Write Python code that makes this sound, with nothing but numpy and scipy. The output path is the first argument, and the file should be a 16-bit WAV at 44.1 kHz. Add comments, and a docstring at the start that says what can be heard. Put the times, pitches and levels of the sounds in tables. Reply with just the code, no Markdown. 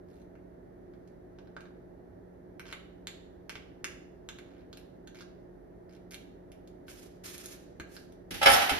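"""Taps, clinks and scrapes ring out close by, something rustles, and a loud metallic clatter follows.
Spaghetti is scraped from a plastic colander into a pot in a small kitchen where appliances hum.
The close contacts are short damped modes, and the rustle is stick-slip noise as the cook turns away.
After two light knocks the colander lands a few steps off, probably in a steel sink: modes, crack and thuds.
Wavering sine tones and coloured noise make the hum and air rush of the appliances."""
import sys
import numpy as np
from scipy import signal
from scipy.fft import rfft, irfft, next_fast_len
from scipy.io import wavfile
from scipy.ndimage import uniform_filter1d

SR = 44100
rng = np.random.default_rng(int(sys.argv[2]) if len(sys.argv) > 2 else 0)


def generate_wav(signal):
    """Clip the signal to [-1, 1] and save it as 16-bit WAV at the path in sys.argv[1]."""
    frames = np.transpose(np.atleast_2d(signal))
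    scaled = np.clip(frames, -1, 1) * 32767
    pcm = np.round(scaled).astype(np.int16)
    wavfile.write(sys.argv[1], SR, pcm)


N = 387638
TIME = np.arange(N) / SR


def server(detune=0.022, snap_db=-2.5, snap_t60=0.0057, after_db=-26, after_t60=0.2,
           scrape_db=-11, scrape_t60=0.041, slips_per_s=500):
    """Modal synthesis: each close contact sounds as damped modes, a noise snap and a brief scrape."""
    # modes of the pasta server, shared by all close contacts [frequency_hz, level_db, decay_t60_s]
    server_modes = [(1050, -41, 0.087), (1310, -19, 0.03), (1614, 6.5, 0.011), (2266, 10.5, 0.0029),
                    (2950, -2.5, 0.0043), (3670, 1.5, 0.0035), (4500, 9, 0.0011), (5400, -9, 0.0014),
                    (6770, 8.5, 0.0022), (10000, -45, 0.00041), (13100, -45, 0.00067)]
    point_scatter_db = 4   # how unevenly one point of contact feeds the modes
    t = np.arange(SR // 5) / SR
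    dry = np.zeros((1, N))
    hz, mode_db, t60 = np.transpose(server_modes)[:, :, None]
    # the hand damps each mode at once, but a faint ring lingers
    lingering = from_db(after_db) * np.sqrt(t60 / t60.max()) * fade(t, after_t60)
    decays = fade(t, t60) + lingering
    for s, *levels_db in close_contacts():
        strength, shift = rng.standard_normal((2, len(hz), 1))
        gains = from_db(mode_db + point_scatter_db * strength)
        waves = np.sin(2 * np.pi * hz * (1 + detune * shift) * t)
        ring = np.sum(gains * decays * waves, axis=0)
        snap = rng.standard_normal(len(t)) * fade(t, snap_t60)
        clack = unit_energy(ring) + from_db(snap_db) * unit_energy(snap)
        # the scrape: fainter copies of the clack at random instants
        slips = (rng.random(len(t)) < slips_per_s / SR) * rng.standard_normal(len(t)) * fade(t, scrape_t60)
        scrape = signal.fftconvolve(clack, unit_energy(slips))[:len(t)]
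        clack = clack + from_db(scrape_db) * scrape
        add(dry, s, voiced(clack[None], levels_db))
    # plastic gives a little, which rounds off the top
    dry = signal.sosfilt(signal.butter(4, 12700, fs=SR, output="sos"), dry)
    # the sound reaches the right microphone four samples earlier
    pair = np.array([np.roll(dry[0], 4), dry[0]])
    room = kitchen(pair, early_db=0.0, early_t60=0.099, late_db=-4.0, late_t60=0.57, treble_t60=0.37)
    return from_db(-5.5) * room


def close_contacts():
    """Impact and friction: single contacts, and drags as runs of grazes that grow as pressure builds."""
    # taps and clinks of server, colander and pot, and sharp ticks of the rustle
    # [start_s, strength_db, hardness_db: dull below 0, sharp above]
    taps = [(0.354, -66.5, -12), (0.937, -69.5, -12), (1.076, -69.5, 10), (1.387, -59, -10),
            (1.473, -67, -11), (1.566, -51, -17.5), (1.607, -55.5, 4), (1.655, -61, -11), (2.596, -43, 1.5),
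            (2.7266, -38, -2), (3.071, -37.5, 6.5), (3.4949, -38, 1.5), (3.555, -42.5, -5.5),
            (3.8436, -32, 4.5), (4.2889, -40, 4), (4.387, -49, 0), (4.7294, -49, 0), (4.7727, -52, 11.5),
            (5.074, -51, 2.5), (5.208, -51.5, -7), (6.1093, -59, 19), (6.1439, -44, 10.5),
            (6.5185, -58, 11), (6.6752, -63, 12), (6.8822, -49, 1), (7.3802, -51.5, 20.5),
            (7.459, -53.5, 26), (7.7993, -42.5, -8), (7.9661, -46.5, 7), (8.123, -66.5, 15)]
    # tines dragged over colander and pasta [start_s, length_s, final_strength_db, hardness_db]
    drags = [(0.086, 0.13, -73, 11), (2.656, 0.06, -52.5, -3), (4.461, 0.16, -69.5, -7),
             (5.146, 0.076, -54.5, 2), (5.894, 0.07, -65.5, 5), (6.114, 0.02, -51, 10)]
    grazes_per_s, build_db, scatter_db = 68, 1.5, 1
    hits = list(taps)
    for start, length, db, hardness_db in drags:
        progress = np.linspace(0, 1, int(length * grazes_per_s) + 2)
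        for along, (jitter, size) in zip(progress, rng.standard_normal((len(progress), 2))):
            s = start + along * length + 0.15 * jitter / grazes_per_s
            graze_db = db - build_db * (1 - along) + scatter_db * size
            hits.append((s, graze_db, hardness_db))
    # at hardness 0 the low register lies 7 dB and the high one 11.5 dB below the middle
    return [(s, *register_levels(db, hardness_db, -7, -11.5)) for s, db, hardness_db in hits]


def clatter(ring_t60=0.21, damping_slope=0.14, ring_db=0.0, scatter_db=1.5, detune=0.0015,
            crack_t60=0.091, tail_db=-5.5, tail_t60=0.77, rise_s=0.0053):
    """Modal density: far contacts sound as a dense crack with a room wash; strong ones also ring as steel."""
    # ringing modes of the sink and the metal things in it [frequency_hz, level_db]
    steel_modes = [(548, -7), (602, -7), (704, -8), (796, -1), (864, -5), (1208, -11), (1315, -3),
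                   (1354, -8), (1710, -8), (2112, -11), (2253, -5), (2474, -10), (2671, -7), (3077, -7),
                   (3350, -10), (3956, -11), (4718, -14), (5320, -11), (5459, -15), (7084, -11),
                   (7547, -17), (8688, -17), (8968, -16), (9517, -14), (9786, -9), (11746, -21),
                   (12629, -19), (13340, -21), (13695, -21)]
    # spectrum of the dense, quickly damped modes [frequency_hz, density_db_per_hz]
    crack_spectrum = [(150, -32), (300, -16), (450, -4), (560, -7), (780, 8), (1000, -3.5), (1500, 1),
                      (2300, -2.5), (3100, -3.5), (4200, -10.5), (6500, -17), (9700, -20.5), (11400, -19.5),
                      (12700, -18.5), (15000, -42)]
    full_ring_db = -26   # contacts lighter than this ring progressively less
    t = np.arange(SR // 2) / SR
    out = np.zeros((2, N))
    hz, mode_db = np.transpose(steel_modes)[:, :, None]
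    # higher modes die sooner
    decays = from_db(mode_db) * fade(t, ring_t60 * (hz / hz[0]) ** -damping_slope)
    dense = noise(crack_spectrum, len(t))   # the same dense noise serves every contact
    for s, *levels_db in far_contacts():
        angle = 2 * np.pi * hz * (1 + detune * rng.standard_normal(hz.shape)) * t
        # uneven mode strengths, with a random phase in each channel
        phases = np.exp(2j * np.pi * rng.random((2, len(hz))))
        weight = from_db(scatter_db * rng.standard_normal(len(hz))) * phases
        ring = weight.real @ (decays * np.sin(angle)) + weight.imag @ (decays * np.cos(angle))
        wash = dense * np.hypot(fade(t, crack_t60), from_db(tail_db) * fade(t, tail_t60))
        graze_db = min(max(levels_db) - full_ring_db, 0)
        hit = from_db(ring_db + graze_db) * unit_energy(ring) + unit_energy(wash)
        add(out, s, voiced(hit * np.minimum(t / rise_s, 1), levels_db))
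    return from_db(-1.5) * out


def far_contacts():
    """Repeated impact: the heaviest blow sets the colander rocking and loose metal things jingling."""
    # two light plastic knocks or scrapes, then the heavy blows in the sink
    # [start_s, strength_db, hardness_db]
    knocks_and_blows = [(8.306, -35.5, 7.5), (8.339, -36.5, 7), (8.413, -25.5, -3.5), (8.426, -20, 1.5),
                        (8.456, -11.5, 0), (8.466, -14.5, -6), (8.615, -24.5, -2.5), (8.691, -21.5, 0.5)]
    landing = max(knocks_and_blows, key=lambda contact: contact[1])[0]
    rocking = bounces(landing, period_s=0.026, db=-28, loss_db=0.6, hardness_db=-7.5, count=5)
    # a negative loss: each jingle is stronger than the last
    jingling = bounces(landing, period_s=0.019, db=-31.5, loss_db=-2.04, hardness_db=15.5, count=4)
    hits = list(knocks_and_blows) + rocking + jingling
    # at hardness 0 the low register equals the middle and the high one lies 10 dB below
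    return [(s, *register_levels(db, hardness_db, 0, -10)) for s, db, hardness_db in hits]


def bounces(start, period_s, db, loss_db, hardness_db, count, unevenness=0.12):
    """Successive rebounds, unevenly spaced, whose level changes by a fixed step in decibels."""
    jitter = unevenness * rng.standard_normal(count)
    return [(start + period_s * (k + 1 + jitter[k]), db - loss_db * k, hardness_db) for k in range(count)]


def thuds():
    """Structure-borne sound: cupboards under the counter boom as decaying low-frequency noise."""
    # dull thuds [start_s, level_db, decay_t60_s]
    thud_events = [(7.797, -40, 0.14), (8.311, -43, 1), (8.462, -34, 0.83), (8.716, -35.5, 0.42)]
    # thud spectrum [frequency_hz, density_db_per_hz]
    thud_spectrum = [(30, -10), (50, 2), (90, 2.5), (150, -7), (260, 1.5), (450, -6), (900, -36)]
    t = np.arange(SR // 2) / SR
    out = np.zeros((2, N))
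    for s, db, t60 in thud_events:
        add(out, s, from_db(db) * noise(thud_spectrum, len(t)) * fade(t, t60))
    return out


def rustle(slips_per_s=700, slip_db=-10.0, hiss_db=0.0, catch_db=4.0):
    """Stick-slip friction catches and lets go: tiny slips of uneven size in a bright hiss."""
    # rustle spectrum [frequency_hz, density_db_per_hz]
    rustle_spectrum = [(60, -48), (300, 5), (800, -8.5), (1500, 2.5), (2500, 1), (5000, -1.5), (7500, 2.5),
                       (10000, -1), (13000, -4), (15000, -17)]
    knots = np.arange(0, TIME[-1], .012)
    catching = np.interp(TIME, knots, catch_db * rng.standard_normal(len(knots)))
    level = strokes() * from_db(catching)
    slips = (rng.random(N) < slips_per_s / SR) * rng.standard_normal(N)
    size = next_fast_len(N, True)
    slips = irfft(rfft(slips, size) * from_db(on_bins(rustle_spectrum, size)), size)[:N]
    hiss = noise(rustle_spectrum, N)
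    dry = level * (from_db(slip_db) * slips / slips.std() + from_db(hiss_db) * hiss)
    room = kitchen(dry, early_db=-2.5, early_t60=0.033, late_db=-7, late_t60=0.74, treble_t60=0.3)
    return from_db(-2.5) * room


def strokes():
    """Amplitude envelope of the friction: each stroke swells, holds and decays; the strongest prevails."""
    # rustling strokes [start_s, attack_s, hold_s, level_db]
    stroke_events = [(6.865, 0.028, 0.0098, -51), (6.92, 0.04, 0.082, -61), (7.235, 0.0072, 0.088, -47),
                     (7.37, 0.035, 0.12, -54), (7.859, 0.097, 0.02, -60.5)]
    gains = []
    for start, attack, hold, db in stroke_events:
        swell = np.clip((TIME - start) / attack, 0, 1)
        release = fade(np.maximum(TIME - start - attack - hold, 0), 0.34)   # t60 in s
        gains.append(from_db(db) * swell * release)
    return np.max(gains, axis=0)


def appliances(waver=0.26, direct_db=-4.5):
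    """Tonal and broadband noise: wavering motor and mains tones over air rush, partly from the right."""
    # motor and mains tones [frequency_hz, level_db]
    motor_tones = [(44.5, -66.5), (59.5, -67.5), (179, -60), (357.5, -58), (474, -72), (651, -68),
                   (829, -80)]
    # air noise spectrum [frequency_hz, density_db_per_hz]
    air_spectrum = [(25, -101), (48, -81.5), (100, -81), (225, -84), (285, -76.5), (325, -80.5), (390, -77),
                    (460, -83.5), (610, -83.5), (1150, -102), (1850, -102), (2500, -117), (5000, -124),
                    (14000, -128)]
    knots = np.linspace(0, TIME[-1], 40)
    hum = 0
    for hz, db in motor_tones:
        # slow random drifts of amplitude and phase
        swell, sway = [np.interp(TIME, knots, waver * rng.standard_normal(len(knots))) for _ in range(2)]
        tone = np.sin(2 * np.pi * (hz * TIME + rng.random()) + 2 * sway)
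        hum = hum + np.sqrt(2) * from_db(db) * (1 + swell) * tone
    rush = noise(air_spectrum, N, channels=1)[0]
    direct = np.array([np.roll(rush, 23), rush])   # the left channel lags by 23 samples
    air = noise(air_spectrum, N) + from_db(direct_db) * direct
    return from_db(-3.0) * hum + from_db(-54) * air


def kitchen(x, early_db, early_t60, late_db, late_t60, treble_t60):
    """Reverberation: direct sound, reflections from stove and cupboards, a tail with its own treble decay."""
    t = np.arange(SR * 3 // 4) / SR
    early, late = rng.standard_normal((2, 2, len(t)))
    dull = signal.sosfilt(signal.butter(2, 5500, fs=SR, output="sos"), late)
    treble = rng.standard_normal(late.shape)
    bright = signal.sosfilt(signal.butter(2, 5500, "high", fs=SR, output="sos"), treble)
    early = unit_energy(early * fade(t, early_t60) * (t > .002))
    tail = dull * fade(t, late_t60) + bright * fade(t, treble_t60)
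    late = unit_energy(tail * np.minimum(t / 0.021, 1))
    response = from_db(early_db) * early + from_db(late_db) * late
    return x + signal.fftconvolve(x, response, axes=1)[:, :N]


def voiced(hit, levels_db):
    """Contact spectrum: crossovers split a hit into three registers, each given its own energy."""
    low_pass = [signal.butter(2, hz, "low", fs=SR, output="sos") for hz in (1900, 5000)]
    high_pass = [signal.butter(2, hz, "high", fs=SR, output="sos") for hz in (1900, 5000)]
    bands = [[low_pass[0]], [high_pass[0], low_pass[1]], high_pass]
    # each second-order filter is applied twice
    parts = [signal.sosfilt(np.vstack(filters * 2), hit) for filters in bands]
    mix = sum(from_db(db) * unit_energy(part) for db, part in zip(levels_db, parts))
    return np.sqrt(SR / 100) * mix   # 0 dB is the energy of 10 ms at rms 1


def register_levels(db, hardness_db, low_db, high_db):
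    """Contact stiffness: a harder contact trades bass for treble (low, middle, high in dB)."""
    return db + low_db - hardness_db, db, db + high_db + hardness_db


def from_db(db):
    """Level to amplitude: 20 dB is a factor of ten."""
    return 10 ** (np.asarray(db) / 20)


def unit_energy(x):
    """Energy normalization: the summed squares average one over the channels."""
    return x / np.sqrt(np.mean(np.sum(x ** 2, axis=-1)) + 1e-20)


def fade(t, t60):
    """Exponential decay, 60 dB down after t60 seconds."""
    return np.exp(-np.log(1000) * t / t60)


def on_bins(points, size, axis=1):
    """Spectral interpolation: one table column over log frequency, read at the bins of an FFT."""
    points = np.array(points)
    bins_hz = np.fft.rfftfreq(size, 1 / SR)
    return np.interp(np.log(bins_hz + 1), np.log(points[:, 0]), points[:, axis])


def noise(spectrum, size, channels=2):
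    """Spectral shaping of white noise to rms 1 overall, unrelated in each channel."""
    padded = next_fast_len(size, True)
    white = rfft(rng.standard_normal((channels, padded)))
    x = irfft(white * from_db(on_bins(spectrum, padded)), padded)[:, :size]
    return x / x.std()


def add(track, s, sound):
    """Superposition: mix a sound into a track from time s on."""
    start = int(s * SR)
    part = sound[:, :max(N - start, 0)]
    track[:, start:start + part.shape[1]] += part


def scene():
    """Superposition of everything that sounds in the kitchen."""
    return server() + clatter() + thuds() + rustle() + appliances()


def record(dry, notch_hz=8150, notch_q=12.9, hiss_db=-93):
    """Stereo pickup: level and phase between channels vary with frequency; peaks and top are limited."""
    # microphone pair [frequency_hz, side_minus_mid_db, left_minus_right_db, left_phase_lead_rad]
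    pair_pattern = [(50, -8, -2, 0), (162, -14, 0.5, 0), (326, 6, -3.5, 0.12), (1000, 0, -1.8, 0.15),
                    (2670, 0.5, -2, 0), (5760, 0.5, -6, 1.6), (7770, 11, 0.5, 0), (7200, 9.5, -1.5, 0),
                    (14000, -10.5, 0.5, 1)]
    peak_ceiling = 0.95   # peaks are rounded off towards this height
    size = next_fast_len(N + SR, True)
    left, right = rfft(dry, size)
    # the pattern of the pair changes gradually with frequency
    columns = [on_bins(pair_pattern, size, axis=k) for k in range(1, 4)]
    side_db, lean_db, phase = [uniform_filter1d(column, size=7000) for column in columns]
    width = from_db(side_db)
    sides = np.array([[1], [-1]])
    pair = ((left + right) + sides * width * (left - right)) / np.sqrt(2 * (1 + width ** 2))
    lead = np.exp(.5j * sides * phase)
    x = irfft(pair * lead * from_db(sides * lean_db / 2), size)[:, :N]
    x = signal.lfilter(*signal.iirnotch(notch_hz, notch_q, fs=SR), x)
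    x = x + from_db(hiss_db) * rng.standard_normal(N)   # the same faint hiss in both channels
    rounded = peak_ceiling * np.tanh(x / peak_ceiling)
    top_cut = signal.ellip(10, .2, 70, 14300, fs=SR, output="sos")   # steep, at 14300 Hz
    return signal.sosfilt(top_cut, rounded)


dry = scene()
out = record(dry)
generate_wav(out)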